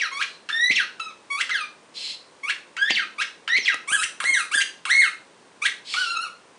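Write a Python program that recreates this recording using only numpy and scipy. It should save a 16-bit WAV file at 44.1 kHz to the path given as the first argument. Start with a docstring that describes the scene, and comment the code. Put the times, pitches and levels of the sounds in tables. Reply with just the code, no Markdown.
"""A husky whines far down a hard-floored hallway, heard on a small camera microphone over room hush.
It opens on a falling squeal; a yip, a puff through the nose and a squeal that snaps up to a squeak follow.
From 1 s come a whimper, yips, a short arch and another puff, then two more squeals, with dry clicks and
dull pops in the recorder. Two long arching whines at 4-5 s lead to a last yip, a puff and a whimper.
Each cry is a thin whistle in the throat, hoarse where it slides; the hall smears it into a short ring."""
import sys
import numpy as np
from scipy import signal
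from scipy.fft import rfft, irfft
from scipy.io import wavfile
from scipy.ndimage import uniform_filter1d, minimum_filter1d

SR = 44100
rng = np.random.default_rng(int(sys.argv[2]) if len(sys.argv) > 2 else 0)


def pcm_store(signal):
    """Save signal as 16-bit PCM."""
    levels = np.round(np.clip(np.atleast_2d(signal), -1, 1) * 32767)
    wavfile.write(sys.argv[1], SR, levels.astype(np.int16).T)


N = 290178
TIME = np.arange(N) / SR

# Levels in the tables are relative. "Voice" is two columns: overtones [dB], open mouth [dB].
# yips: (start [s], length [s], low [Hz], top [Hz], hump [octaves], hump after [s], level [dB], voice)
YIP_CRIES = [(0.112, 0.12, 1098, 3130, 0.026, 0.0038, 0.5, 0, 5),
             (1.299, 0.12, 1113, 2914, 0.065, 0.00029, 1.5, -3, 15.5),
             (2.431, 0.081, 1129, 2740, 0.031, 0, 0, 0, 12), (3.18, 0.05, 1166, 2740, 0, 0.031, 4, 1, 6),
             (3.873, 0.17, 1202, 3030, 0.49, 0.069, 3.5, -1.5, 30),
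             (4.511, 0.11, 1297, 3294, 0.44, 0.046, 3.5, 0, 23.5),
             (5.615, 0.056, 1196, 2647, 0, 0.019, 1.5, 3, 17.5)]
# squeals, the first already falling at 0 s: (start [s], climb [s], squeak [s], fall [s],
# climb from [Hz], climb to [Hz], squeak [Hz], level [dB], voice)
SQUEAL_CRIES = [(-0.15, 0.095, 0.035, 0.043, 1700, 2000, 5890, 0, 2, -5.5),
                (0.488, 0.24, 0.016, 0.045, 1727, 2074, 5680, -0.5, -1.5, 0),
                (2.766, 0.147, 0.033, 0.044, 1475, 1907, 4897, 0, -2.5, -8),
                (3.476, 0.11, 0.06, 0.045, 1739, 2174, 6390, 1, -3.5, -4.5)]
# arching whines: (start [s], rise [s], crest after [s], sinks after [s], fall [s], length [s],
# top [Hz], end [Hz], level [dB], voice)
ARCH_CRIES = [(1.492, 0.014, 0.012, 0.021, 0.066, 0.12, 2116, 1165, 0, -1, -1.5),
              (4.201, 0.042, 0.094, 0.133, 0.07, 0.2, 2158, 1102, 1, -2.5, 23.5),
              (4.852, 0.046, 0.118, 0.154, 0.056, 0.2, 2177, 1103, 3.5, -3, 17.5)]
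# whimpers: (start [s], length [s], scoop [s], flick [octaves], level [dB], level slope [dB/s], voice)
WHIMPER_CRIES = [(0.995, 0.11, 0.0022, 0.013, 0, -100, -2.5, 3),
                 (5.938, 0.323, 0.022, 1.7, 4.5, -4, -4.5, 3.5)]
# one pitch curve for each whimper: (time [s], pitch [Hz])
WHIMPER_PITCHES = [
    [(1.003, 1323), (1.071, 1280), (1.097, 1234)],
    [(5.975, 1428), (5.991, 1493), (6.013, 1510), (6.065, 1357), (6.147, 1396), (6.153, 1266),
     (6.235, 1430), (6.265, 1218), (6.275, 1162)],
]
# the whistle speaks best near 2 kHz and is purest up high: (pitch [Hz], level [dB], second harmonic [dB])
WHISTLE_REGISTER = [(1068, -35, -6), (1329, -32.5, -5), (1560, -22.5, -13), (1955, -19.5, -12.5),
                    (2165, -16.5, -23.5), (3100, -19.5, -9), (4640, -26.5, -37), (5600, -38.5, -35)]
# colour the muzzle gives the overtones: (frequency [Hz], gain [dB])
MUZZLE_COLOUR = [(2300, 8), (3200, 2), (4200, 7), (5200, -2), (6200, 3), (7400, -10), (9000, 0.5)]
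# opening the mouth lets the top through: (frequency [Hz], share of the open-mouth gain [0-1])
MOUTH_SHARE = [(4500, 0.0019), (6800, 0.32), (8600, 0.58)]
# air in the throat, open mouth and nose, and a nostril's whistle: (frequency [Hz], density [dB])
THROAT_AIR = [(700, -22), (1400, -3), (2800, 13), (4200, 3), (5500, -2), (7500, -8), (9500, -14)]
MOUTH_AIR = [(1500, -31.5), (5000, -32), (7000, -4), (8500, 5), (10000, -2)]
NOSE_HISS = [(200, -62), (1000, -37), (1900, -18.5), (2400, -7.5), (3100, -5), (3500, -4.5), (3900, -4),
             (4120, -8), (4400, 1), (4750, -7), (5200, -4.5), (5700, -17), (8000, -16.5), (10000, -24)]
NOSTRIL_WHISTLE = [(1000, -85), (3850, -38), (4090, -7), (4330, -47)]
# puffs through the nose: (start [s], attack [s], hold [s], release [s], hiss [dB], whistle [dB])
NOSE_PUFFS = [(0.208, 0.012, 0.014, 0.16, -51.5, -48.5), (1.935, 0.046, 0.12, 0.07, -40.5, -43),
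              (5.842, 0.085, 0.035, 0.2, -36.5, -57)]
# dull pops and dry clicks in the recorder during the loud cries: (time [s], pop [dB], click [dB])
RECORDER_POPS = [(0.706, -32, -54), (2.907, -28, -16.5), (3.586, -40.5, -32), (3.744, -40.5, -15.5),
                 (3.915, -38.5, -35), (4.241, -42.5, -12), (4.306, -46, -33.5), (4.555, -40, -55)]
# colour of a pop and of its click: (frequency [Hz], density [dB])
POP_SPECTRUM = [(30, -36.5), (90, -13), (140, -12), (210, -2), (400, -0.5), (700, -13), (1200, -26),
                (3000, -66)]
CLICK_SPECTRUM = [(150, -35), (600, 5.5), (1500, -0.5), (5000, -4), (10000, -15.5)]
# first reflections off floor, door and walls: (delay [s], gain [ratio])
REFLECTIONS = [(.0031, 0.26), (.0074, 0.085), (0.013, 0.077)]
# ring of the hallway: (frequency [Hz], time to fall 60 dB [s])
HALL_DECAY = [(250, 0.81), (1200, 0.34), (2400, 0.29), (4500, 0.38), (9000, 0.29)]
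# faint low bumps under the loudest cries: (time [s], level [dB])
LOW_BUMPS = [(4.05, -52.5), (4.305, -57), (4.386, -63), (4.935, -65), (4.985, -58)]
# rumble of the bumps and hush of the house: (frequency [Hz], density [dB])
RUMBLE_SPECTRUM = [(15, -9), (45, -4), (90, -5.5), (250, -37), (1000, -96)]
HUSH_SPECTRUM = [(15, -54), (25, -42.5), (81, -23), (164, -11), (482, -5), (588, -7.5), (756, -10.5),
                 (1050, -7.5), (1250, -12.5), (1730, -13.5), (3960, -19.5), (7400, -24), (9050, -23),
                 (10000, -29.5), (13000, -57.5), (22000, -120)]

SLACK_HZ = 1015.4  # pitch of the slack whistle


def whining(low_cut_hz=650):
    """All the dog's cries; so small a throat gives no bass."""
    cries = sum(yip(*row) for row in YIP_CRIES)
    cries += sum(squeal(*row) for row in SQUEAL_CRIES)
    cries += sum(arch(*row) for row in ARCH_CRIES)
    cries += sum(whimper(curve, *row) for curve, row in zip(WHIMPER_PITCHES, WHIMPER_CRIES))
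    return signal.sosfilt(signal.butter(2, low_cut_hz, "highpass", fs=SR, output="sos"), cries)


def yip(start, length, low_hz, top_hz, hump_octaves, hump_at_s, level_db, *voice):
    """A low note eases up from slack, tightens ever faster, thins out and cuts off at the top."""
    t = since(start)
    hz = glide(low_hz, SLACK_HZ, np.exp(-t / 0.014))
    hz *= 2 ** (hump_octaves * bell(t - hump_at_s, width_s=0.028))
    strain = np.exp(np.minimum(t - length, 0) / 0.016)
    hz = glide(hz, top_hz, strain)
    return cry(start, length, hz, level_db - 5 * strain ** 2, *voice, release_s=0.0041, knee=34)


def squeal(start, climb_s, squeak_s, fall_s, from_hz, to_hz, squeak_hz, level_db, *voice,
           snap_s=0.0074, sag_octaves_per_s=4.5, collapse_s=0.093):
    """A climbing whine snaps up into a thin squeak, sags and collapses."""
    t = since(start)
    hz = glide(from_hz, to_hz, np.minimum(t / climb_s, 1))
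    hz = glide(hz, squeak_hz, np.exp(np.minimum(t - climb_s, 0) / snap_s))
    hz *= 2 ** (-sag_octaves_per_s * np.clip(t - climb_s, 0, squeak_s))
    hz = glide(SLACK_HZ, hz, np.exp(-np.maximum(t - climb_s - squeak_s, 0) / fall_s))
    hz = catch(t, hz, scoop_s=0.012)
    length = climb_s + squeak_s + collapse_s
    return cry(start, length, hz, level_db + push(t), *voice, release_s=0.006, knee=37.6)


def arch(start, rise_s, crest_s, sink_s, fall_s, length, top_hz, end_hz, level_db, *voice,
         crest_octaves_per_s2=21):
    """A whine rounds over its top note without snapping, then sinks."""
    t = since(start)
    crest_hz = top_hz * 2 ** (-crest_octaves_per_s2 * (t - crest_s) ** 2)
    height = np.exp(-(np.maximum(t - sink_s, 0) / fall_s) ** 1.5)  # the power rounds the shoulder
    hz = catch(t, glide(end_hz, crest_hz, height), rise_s)
    return cry(start, length, hz, level_db + push(t), *voice, release_s=0.054, knee=42)


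def whimper(curve, start, length, scoop_s, flick_octaves, level_db, db_per_s, *voice,
            droop_octaves_per_s=10):
    """A low wavering note fades and droops at the end."""
    t = since(start)
    times, notes = np.transpose(curve)
    hz = np.interp(start + t, times, notes)
    hz *= 2 ** (-droop_octaves_per_s * np.maximum(start + t - times[-1], 0))
    hz = catch(t, hz, scoop_s, flick_octaves)
    return cry(start, length, hz, level_db + push(t) + db_per_s * t, *voice, release_s=0.027, knee=33)


def catch(t, hz, scoop_s, flick_octaves=1.45, flick_s=0.0034):
    """A cry catches high, flicks down toward the slack pitch, then scoops up to its note."""
    scooped_hz = glide(hz, SLACK_HZ, np.exp(-(t / scoop_s) ** 3))
    return scooped_hz * 2 ** (flick_octaves * np.exp(-t / flick_s))


def push(t):
    """The push of air as a cry catches, in dB of extra level."""
    return 10 * bell(t, width_s=0.0079)


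def cry(start, length, pitch, level_db, overtones_db, mouth_db, release_s, knee):
    """A whistle in the throat: clean while its pitch holds, hoarse and airy while it slides."""
    t = start + since(start)
    size, first = len(t), int(round(t[0] * SR))
    hoarse = hoarseness(pitch, knee)
    hz = 2 ** uniform_filter1d(np.log2(pitch), size=180)
    jitter = (0.0046 + 0.0359 * hoarse) * wander(650, size)
    phase = 2 * np.pi * np.cumsum(hz * (1 + jitter)) / SR
    notes, note_db, harmonic_db = np.transpose(WHISTLE_REGISTER)
    second_db = np.interp(hz, notes, harmonic_db) + overtones_db + 1 - 5 * hoarse ** 2
    open_db = mouth_db - 5 * np.log2(hz / 1600) + 3 * hoarse
    tone = np.sin(phase) + overtones(phase, hz, hoarse, second_db, open_db) + period_doubling(t, phase)
    # turbulence shakes the tone and spreads a skirt of noise round every line
    rasp = (0.031 + 0.39 * hoarse) * wander(900, size)
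    tone *= undb(-4 * hoarse ** 2) * (1 + rasp)
    air = breath(hoarse, second_db, open_db)
    shimmer_db = 2.45 * wander(119, size)
    envelope = undb(np.interp(hz, notes, note_db) + level_db - 3 + shimmer_db)
    envelope *= gate(t, start, start + length, rise_s=0.0059, fall_s=release_s)
    out = np.zeros(N)
    out[first:first + size] = (np.sqrt(2) * tone + air) * envelope
    return out


def hoarseness(hz, knee):
    """The tone breaks up, 0 clean to 1 hoarse, as its slide outruns the knee (octaves a second)."""
    octaves_per_s = np.abs(np.gradient(np.log2(hz))) * SR
    return np.tanh(uniform_filter1d(octaves_per_s, size=500) / knee)


def overtones(phase, hz, hoarse, second_db, open_db):
    """Harmonics 2-9 through the muzzle; they fall off faster when the whistle is high or hoarse."""
    db_per_octave = -10 - 4 * hoarse - 4 * np.log2(hz / 1200)
    out = 0
    for k in range(2, 10):
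        muzzle_db = at_hz(MUZZLE_COLOUR, k * hz) + open_db * at_hz(MOUTH_SHARE, k * hz)
        flicker_db = 4.2 * wander(93, len(hz))
        db = second_db + db_per_octave * np.log2(k / 2) + muzzle_db + flicker_db
        out += undb(db) * np.sin(k * phase) * (k * hz < SR / 3)
    return out


def period_doubling(t, phase):
    """In one whine strong and weak cycles briefly alternate, adding lines at 1/2 and 3/2 of the pitch."""
    depth = undb(-20) * gate(t, start=4.275, end=4.35, rise_s=0.035, fall_s=0.013)
    return depth * (np.sin(1.5 * phase) + 0.39 * np.sin(phase / 2))


def breath(hoarse, second_db, open_db):
    """Air rushes through the throat and open mouth, more so as the tone breaks up."""
    throat_gain = undb(-32 + 0.5 * second_db) + undb(-4.5) * hoarse ** 2
    mouth_gain = undb(-32 + open_db + 0.14 * second_db)
    return throat_gain * noise(THROAT_AIR, len(hoarse)) + mouth_gain * noise(MOUTH_AIR, len(hoarse))


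def nose(gain_db=4):
    """Air forced through the nostrils: a hiss with a thin whistle in it."""
    hiss, whistle = noise(NOSE_HISS, N), noise(NOSTRIL_WHISTLE, N)
    out = 0
    for start, attack, hold, release, hiss_db, whistle_db in NOSE_PUFFS:
        flow = np.interp(TIME, start + np.cumsum([0, attack, hold, release]), [0, 1, 1, 0])
        out += flow * (undb(hiss_db) * hiss + undb(whistle_db) * whistle)
    return out * undb(gain_db + wander(50, N))


def recorder_pops(pop_s=0.0059, click_s=0.00034, size=4096):
    """Dull pops in the recorder during the loud cries, each with a short dry click on top."""
    pops, clicks = np.zeros((2, N))
    t = TIME[:size]
    for start, pop_db, click_db in RECORDER_POPS:
        span = slice(int(start * SR), int(start * SR) + size)
        pops[span] += undb(pop_db) * np.exp(-t / pop_s) * rng.standard_normal(size)
        clicks[span] += undb(click_db) * np.exp(-t / click_s) * rng.standard_normal(size)
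    return colour(pops, POP_SPECTRUM) + colour(clicks, CLICK_SPECTRUM)


def hall(x, ring_db=-3, build_s=0.0024, flurry_db=-9, flurry_s=0.0082, size=32768):
    """Down the hallway: direct sound, three reflections, a flurry between close walls, a diffuse ring."""
    t = TIME[:size]
    spectrum, hz = rfft(rng.standard_normal(size)), np.fft.rfftfreq(size, 1 / SR)
    centres, decays = np.transpose(HALL_DECAY)
    ring = 0
    for share, t60 in zip(np.eye(len(centres)), decays):
        band = irfft(spectrum * at_hz(np.c_[centres, share], hz), size)
        ring += band * undb(-60 * t / t60)
    ring *= np.clip(t / build_s - 0.5, 0, 1)
    flurry = rng.standard_normal(size) * np.sqrt(t) * np.exp(-t / flurry_s)
    response = (undb(ring_db) * unit(ring) + undb(flurry_db) * unit(flurry)) / np.sqrt(size)
    response[0] += 1
    for delay, gain in REFLECTIONS:
        response[int(delay * SR)] += gain
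    return signal.fftconvolve(x, response)[:N]


def bumps():
    """Short, faint swells of deep rumble."""
    swell = sum(undb(db) * bell(TIME - at_s, width_s=0.016) for at_s, db in LOW_BUMPS)
    return swell * noise(RUMBLE_SPECTRUM, N)


def room_tone(level_db=-53):
    """The steady hush of the house."""
    return undb(level_db) * noise(HUSH_SPECTRUM, N)


def since(start, size=21000):
    """Seconds since the start, over the stretch that one cry can fill."""
    return TIME[max(0, int(start * SR) + 1):][:size] - start


def glide(from_hz, to_hz, share):
    """The pitch a share of the way from one note to another."""
    return from_hz * (to_hz / from_hz) ** share


def gate(t, start, end, rise_s, fall_s):
    """Opens from start and closes after end."""
    return np.clip((t - start) / rise_s, 0, 1) * np.clip(1 - (t - end) / fall_s, 0, 1)


def bell(t, width_s):
    """A smooth hump of height 1 at t = 0."""
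    return np.exp(-(t / width_s) ** 2)


def wander(rate, size):
    """Random drift of spread near 1 that turns about rate times a second."""
    return np.interp(TIME[:size] * rate, np.arange(size), 1.2 * rng.standard_normal(size))


def noise(points, size):
    """Noise of rms near 1 with the given spectrum."""
    return colour(rng.standard_normal(size), points)


def colour(x, points):
    """Filter by a (frequency [Hz], gain [dB]) curve, keeping the power of white noise."""
    gain = undb(at_hz(points, np.fft.rfftfreq(len(x), 1 / SR)))
    return irfft(rfft(x) * unit(gain), len(x))


def at_hz(points, hz):
    """Read a curve on a log-frequency axis."""
    frequencies, values = np.transpose(points)
    return np.interp(np.log(np.maximum(hz, 1)), np.log(frequencies), values)


def undb(db):
    """Decibels to gain."""
    return 10 ** (np.asarray(db) / 20)


def unit(x):
    """Scale to rms 1."""
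    return x / np.sqrt(np.mean(x ** 2))


def scene(pop_send=0.46):
    """In mono: the dog far down the hall, the recorder's pops mostly dry, the hush behind."""
    dog = whining() + nose()
    pops = recorder_pops()
    return (hall(dog + pop_send * pops) + pops + bumps() + room_tone())[None]


def record(dry, ceiling_db=-7, top_hz=10100):
    """A small camera microphone: a limiter holds the peaks down and the treble cuts off steeply."""
    needed_gain = np.minimum(1, undb(ceiling_db) / (np.abs(dry) + 1e-9))
    limited = dry * uniform_filter1d(minimum_filter1d(needed_gain, size=400), size=300)
    return signal.sosfilt(signal.ellip(12, 0.2, 80, top_hz, fs=SR, output="sos"), limited)


dry = scene()
out = record(dry)
pcm_store(out)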